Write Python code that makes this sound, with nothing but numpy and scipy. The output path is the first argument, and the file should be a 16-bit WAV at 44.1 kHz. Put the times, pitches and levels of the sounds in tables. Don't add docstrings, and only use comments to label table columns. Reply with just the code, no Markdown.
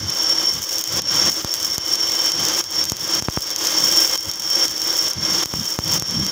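import sys
import numpy as np
from scipy import signal
from scipy.fft import rfft, irfft, next_fast_len
from scipy.io import wavfile
from scipy.ndimage import uniform_filter1d

SR = 44100
rng = np.random.default_rng(int(sys.argv[2]) if len(sys.argv) > 2 else 0)


def master_out(mix):
    frames = np.transpose(np.atleast_2d(mix))
    ceiling = np.clip(frames, -1, 1)
    pcm = np.round(ceiling * 32767).astype(np.int16)
    wavfile.write(sys.argv[1], SR, pcm)


N = 278271
TIME = np.arange(N) / SR


def undb(db):
    return 10 ** (np.asarray(db) / 20)


def unit(x, lo_hz=0, hi_hz=SR):
    spectrum = rfft(x, next_fast_len(N, real=True))
    hz = np.linspace(0, SR / 2, len(spectrum))
    band = spectrum[(hz >= lo_hz) & (hz <= hi_hz)]
    return x / np.sqrt(np.sum(np.abs(band) ** 2) / (len(spectrum) * N))


def wander(rate):
    span = max(int(SR / rate), 1)
    drift = uniform_filter1d(uniform_filter1d(rng.standard_normal(N), span), span)
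    return drift / np.std(drift)


def response(points, size=4096):
    hz, db = np.transpose(points)
    bins_hz = np.maximum(np.arange(size // 2 + 1) * SR / size, 1)
    gain = undb(np.interp(np.log(bins_hz), np.log(hz), db))
    cepstrum = irfft(np.log(gain))
    cepstrum[1:size // 2] *= 2
    cepstrum[size // 2 + 1:] = 0
    return irfft(np.exp(rfft(cepstrum)))


def colour(x, points):
    return signal.fftconvolve(x, response(points))[:N]


def resonate(x, hz, width_hz):
    return signal.lfilter(*signal.iirpeak(hz, hz / width_hz, fs=SR), x)


def sing(hz, width_hz, steady):
    turbulence = rng.standard_normal(N) + 1j * rng.standard_normal(N)
    swells = signal.sosfilt(signal.butter(2, width_hz / 2, fs=SR, output="sos"), turbulence)
    swells /= np.hypot(np.abs(swells), 0.033 * np.std(swells)) ** steady
    carrier = np.exp(2j * np.pi * np.cumsum(hz * np.ones(N)) / SR)
    return unit(np.real(swells * carrier))


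# start in seconds, build-up in seconds,
# full relative levels of hiss, whine and crackle in dB, then how far each ducks in dB (negative lifts).
ARC_BURNS = [(0.0, 0.19, -29.5, -21, -40, 4.5, 9.5, 5.5), (0.504, .05, -33.5, -32, -36.5, 2, -6, 1),
             (0.603, 0.081, -33.5, -28.5, -35.5, 3.5, 7.5, 3), (0.823, 0.11, -24.5, -24.5, -34, 12, 6, 7.5),
             (1.001, 0.1, -24, -20.5, -36.5, 14, 10, 19), (1.301, 0.063, -30.5, -27, -37.5, 5.5, 4, -3.5),
             (1.42, 0.054, -32, -26.5, -38.5, 7.5, 15, 4), (1.762, 0.081, -30.5, -24.5, -37, 8.5, 10, 14),
             (1.965, 0.074, -28.5, -21, -36.5, 3, 6, 6.5), (2.305, 0.075, -26, -24, -36.5, 5.5, -2, 6),
             (2.613, 0.12, -28.5, -23.5, -39, 12.5, 14, 6.5), (2.84, 0.033, -35.5, -27.5, -41, -1, 4, 4),
             (2.901, .16, -26.5, -25.5, -34.5, 11.5, 12.5, 9), (3.202, 0.038, -34.5, -28, -42, 8.5, 14, 4),
             (3.262, 0.063, -34.5, -28, -40.5, 5, 18, 5), (3.372, 0.1, -31, -28, -40, 9, 8, 2.5),
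             (3.539, 0.062, -26.5, -26.5, -34, 9, 8, 7.5), (3.77, .08, -26.5, -19, -30, -1.5, 2, 0),
             (4.06, 0.044, -27, -22.5, -32, 3.5, 7, -1), (4.163, .08, -34, -31, -40, 8, -2, 4.5),
             (4.302, 0.2, -26, -21, -34.5, 13, 12, 9), (4.659, 0.15, -29.5, -25, -34, 6, 7.5, 8.5),
             (5.082, .03, -33, -26, -35.5, 2, 1, 0), (5.117, 0.13, -25.5, -24, -37.5, 11.5, 7.5, 16.5),
             (5.44, 0.072, -34.5, -29, -37, 6.5, 7, 6.5), (5.763, .11, -27, -23.5, -32.5, 13.5, 12, 12),
             (5.984, 0.089, -32.5, -26, -43, 6, 9.5, 8.5)]


def arc_envelopes(choke_s=0.0075, build_shape=2.6, unrest_db=0.61):
    rows = np.array(ARC_BURNS)
    current = np.maximum(np.searchsorted(rows[:, 0], TIME, side="right") - 1, 0)
    burn = rows[current].T
    start, build_s, full_db, duck_db = burn[0], burn[1], burn[2:5], burn[5:]
    choked = np.exp(-(np.abs(TIME - start) / build_s) ** build_shape)
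    levels_db = uniform_filter1d(full_db - duck_db * choked, int(choke_s * SR), axis=1)
    return levels_db + unrest_db * wander(23)


# frequency in Hz, EQ gain in dB.
HISS_EQ = [(40, -31), (130, -7.5), (260, -6.5), (430, -1.5), (680, -3.5), (1050, 2.5), (1900, -2.5),
           (2600, -5), (3350, 4), (4050, -6), (5350, 8), (6300, 6.5), (8300, -16), (15500, -14.5)]
# frequency in Hz, width in Hz, send level in dB.
STEEL_MODES = [(327.5, 25.7, 15), (524, 65, 5.5), (776.5, 4.4, 1.5), (1593, 22, 2), (1880, 11, -11),
               (2130, 6.6, 11)]


def hiss(hiss_db, flutter_db=0.93, gain_db=-2):
    gas = colour(rng.standard_normal(N) * undb(flutter_db * wander(124)), HISS_EQ)
    steel = sum(undb(db) * resonate(gas, hz, width) for hz, width, db in STEEL_MODES)
    return unit(gas + steel, 400, 4800) * undb(hiss_db + gain_db)


# pitch in Hz, width in Hz, relative level in dB.
WHINE_MODES = [(5485, 20, 0), (5338, 16, -15)]


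def whine(whine_db, flutter_db=3.0, buzz_db=3.5, octave_db=-33):
    tone = sum(undb(db) * sing(hz, width, steady=0.8) for hz, width, db in WHINE_MODES)
    octave = unit(resonate(tone ** 2, 2 * WHINE_MODES[0][0], width_hz=400))
    flicker_db = flutter_db * np.clip(wander(110), -2, 1.3) + buzz_db * wander(450)
    return (tone + undb(octave_db) * octave) * undb(whine_db + flicker_db)


# time in seconds, pitch in Hz, relative level in dB.
WHISTLE_GLIDE = [(0, 3082, -14.5), (.4, 3080, -14), (1.2, 3095, -22.5), (1.8, 3060, -16.5),
                 (2.45, 3120, -13), (2.8, 3175, -18.5), (4.0, 3145, -15.5), (4.6, 3150, -18),
                 (5.3, 3140, -17), (6.3, 3135, -16)]


def whistle(arc_db, flutter_db=4.0, gain_db=3):
    times, pitches, levels = np.transpose(WHISTLE_GLIDE)
    tone = sing(np.interp(TIME, times, pitches), width_hz=16, steady=0.6)
    level_db = arc_db + np.interp(TIME, times, levels) + gain_db
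    return tone * undb(level_db + flutter_db * wander(94))


# delay in seconds, linear gain.
STEEL_ECHOES = [(.00105, 0.095), (.0019, 0.2), (.0035, .12), (.0055, 0.057)]


def reflect(x):
    return x + sum(gain * np.pad(x, (int(s * SR), 0))[:N] for s, gain in STEEL_ECHOES)


# frequency in Hz, EQ gain in dB.
SPARK_EQ = [(100, -17), (1000, -2), (2500, -6), (3200, 8.5), (4100, -11), (5450, 21), (5850, 13),
            (6500, 15), (7600, 6), (8800, 1.5), (12000, 0.5), (14000, 5.5), (15300, 10.5)]


def crackle(crackle_db, base_per_s=2200, crowding=0.43, spread_db=5.0, cluster_db=4.5):
    density = undb(2 * crowding * (crackle_db - np.mean(crackle_db)))
    strength = undb(spread_db * np.minimum(rng.exponential(size=N), 4.6))
    fires = rng.random(N) < base_per_s * density / SR
    sparks = fires * strength * rng.choice([-1, 1], N) / np.sqrt(density)
    clusters = undb(cluster_db * np.tanh(wander(140)))
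    sizzle = reflect(colour(sparks * clusters, SPARK_EQ))
    return unit(sizzle, 8000, 15400) * undb(crackle_db)


# centre in seconds, half length in seconds, level in dB, boom pitch in Hz.
AIR_PUFFS = [(0.048, .03, -30, 106), (0.572, 0.034, -40, 99), (0.966, 0.036, -35.5, 117),
             (1.16, 0.028, -36, 100), (1.269, .03, -32.5, 170), (2.403, 0.04, -36.5, 158),
             (3.17, 0.029, -40, 200), (3.837, 0.026, -37, 187), (4.28, .012, -35, 98),
             (5.181, 0.014, -28.5, 101), (5.23, .012, -32, 104), (5.324, 0.035, -35.5, 199),
             (5.596, 0.028, -29, 158), (5.87, .02, -33, 114), (5.953, .04, -30, 148),
             (6.195, 0.046, -24, 192)]


def puffs(boom_width_hz=47, boom_db=10, draught_db=-51, draught_hz=100, wander_db=3.5):
    rumble_eq = [(20, -37), (45, -11), (75, -2.5), (110, -1.5),
                 (200, -0.5), (320, -9.5), (520, -27), (1500, -46)]
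    air = colour(rng.standard_normal(N), rumble_eq)
    draught = unit(air + resonate(air, draught_hz, boom_width_hz))
    out = draught * undb(draught_db + wander_db * wander(15))
    for centre_s, half_s, db, hz in AIR_PUFFS:
        puff = air + undb(boom_db) * resonate(air, hz, boom_width_hz)
        swell = undb(db) * np.exp(-((TIME - centre_s) / half_s) ** 2 / 2)
        running_rms = np.sqrt(uniform_filter1d(puff ** 2, size=1300))
        out += swell * puff / running_rms
    return out


# start in seconds, relative level in dB.
DROPLET_SNAPS = [(0.1022, -8), (0.2954, -8), (0.5392, -10), (0.6293, -11), (0.6933, -8.5), (0.7294, -9),
                 (0.7456, -11), (0.7837, -4), (0.84, -6), (1.02, -9.5), (1.3187, -9), (1.447, -7),
                 (1.54, -1), (1.6297, -6.5), (1.7812, -3), (1.9558, -6), (2.3196, -4), (2.452, -2),
                 (2.486, -1), (2.5906, -5), (2.6118, -10), (2.641, -10.5), (2.841, -6.5), (2.8538, -6),
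                 (2.8987, -2), (2.92, -3.5), (2.9682, -12), (3.224, -10.5), (3.422, -14), (3.5045, -7),
                 (3.562, -2.5), (3.6497, -5), (3.671, 1.5), (4.1556, -5), (4.177, -7.5), (4.3145, -8),
                 (4.422, -10), (4.682, -6), (4.8182, -5), (5.1091, -13.5), (5.134, -10), (5.4581, -6.5),
                 (5.5388, -12.5), (5.6555, -12), (5.7894, -11), (5.998, -6), (6.0234, -9), (6.1096, -10),
                 (6.266, -6)]
# frequency in Hz, EQ gain in dB.
SNAP_EQ = [(200, -14), (2400, -1), (3200, 4.5), (4200, 5), (5400, 16), (6400, 18.5), (7700, 4.5), (8700, 0),
           (11500, 0.5), (14000, 7.5), (15200, 3)]


def snaps(gain_db=4, spray=0.049, spray_s=0.0007, small_per_s=9, small_db=-18, scatter_db=2.5):
    samples = 300
    out = np.zeros(N + samples)
    fade = np.exp(-np.arange(samples) / SR / spray_s)
    gaps, sizes = rng.random((120, 2)).T
    small_starts = np.cumsum(-np.log(1 - gaps)) / small_per_s
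    small_levels = small_db + scatter_db * (2 * sizes - 1)
    for start_s, db in [*DROPLET_SNAPS, *zip(small_starts, small_levels)]:
        burst = spray * rng.standard_normal(samples) * fade
        burst[0] = 1
        start = min(int(start_s * SR), N)
        out[start:start + samples] += undb(db + gain_db) * burst
    return reflect(colour(out[:N], SNAP_EQ)) / np.abs(response(SNAP_EQ)).max()


# time in seconds, relative pressure with its sign as polarity.
SPATTER_POPS = [(1.447, 0.21), (1.7811, -0.14), (2.9201, 0.23), (3.2237, -0.14), (3.2854, -0.45),
                (3.374, 0.39), (5.4578, -0.084), (5.5385, -0.21), (5.7892, -0.36), (6.0232, 0.14)]


def pops(rise_s=0.0001, fall_s=0.00009, push=0.69, push_s=0.0029, knock=0.87, gain_db=6):
    out = np.zeros(N)
    for time_s, pressure in SPATTER_POPS:
        age = np.maximum(TIME - time_s + rise_s, 0)
        attack = 1 - np.exp(-age / rise_s)
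        decay = np.exp(-age / fall_s) + push * np.exp(-age / push_s)
        out += pressure * attack * decay
    out += knock * resonate(out, hz=1150, width_hz=550)
    bass_cut = signal.butter(2, 90, "high", fs=SR, output="sos")
    return undb(gain_db) * signal.sosfilt(bass_cut, out)


def scene(waver_db=0.66):
    hiss_db, whine_db, crackle_db = arc_envelopes()
    tones = whine(whine_db + waver_db * wander(26)) + whistle((hiss_db + whine_db) / 2)
    arc = hiss(hiss_db) + tones + crackle(crackle_db)
    return (arc + snaps() + pops() + puffs())[None]


def record(dry, low_cut_hz=36, high_cut_hz=15620):
    rounded = dry / (1 + dry ** 6) ** (1 / 6)
    lean = signal.sosfilt(signal.butter(2, low_cut_hz, "high", fs=SR, output="sos"), rounded)
    return signal.fftconvolve(lean, signal.firwin(161, high_cut_hz, fs=SR)[None], mode="same")


dry = scene()
out = record(dry)
master_out(out)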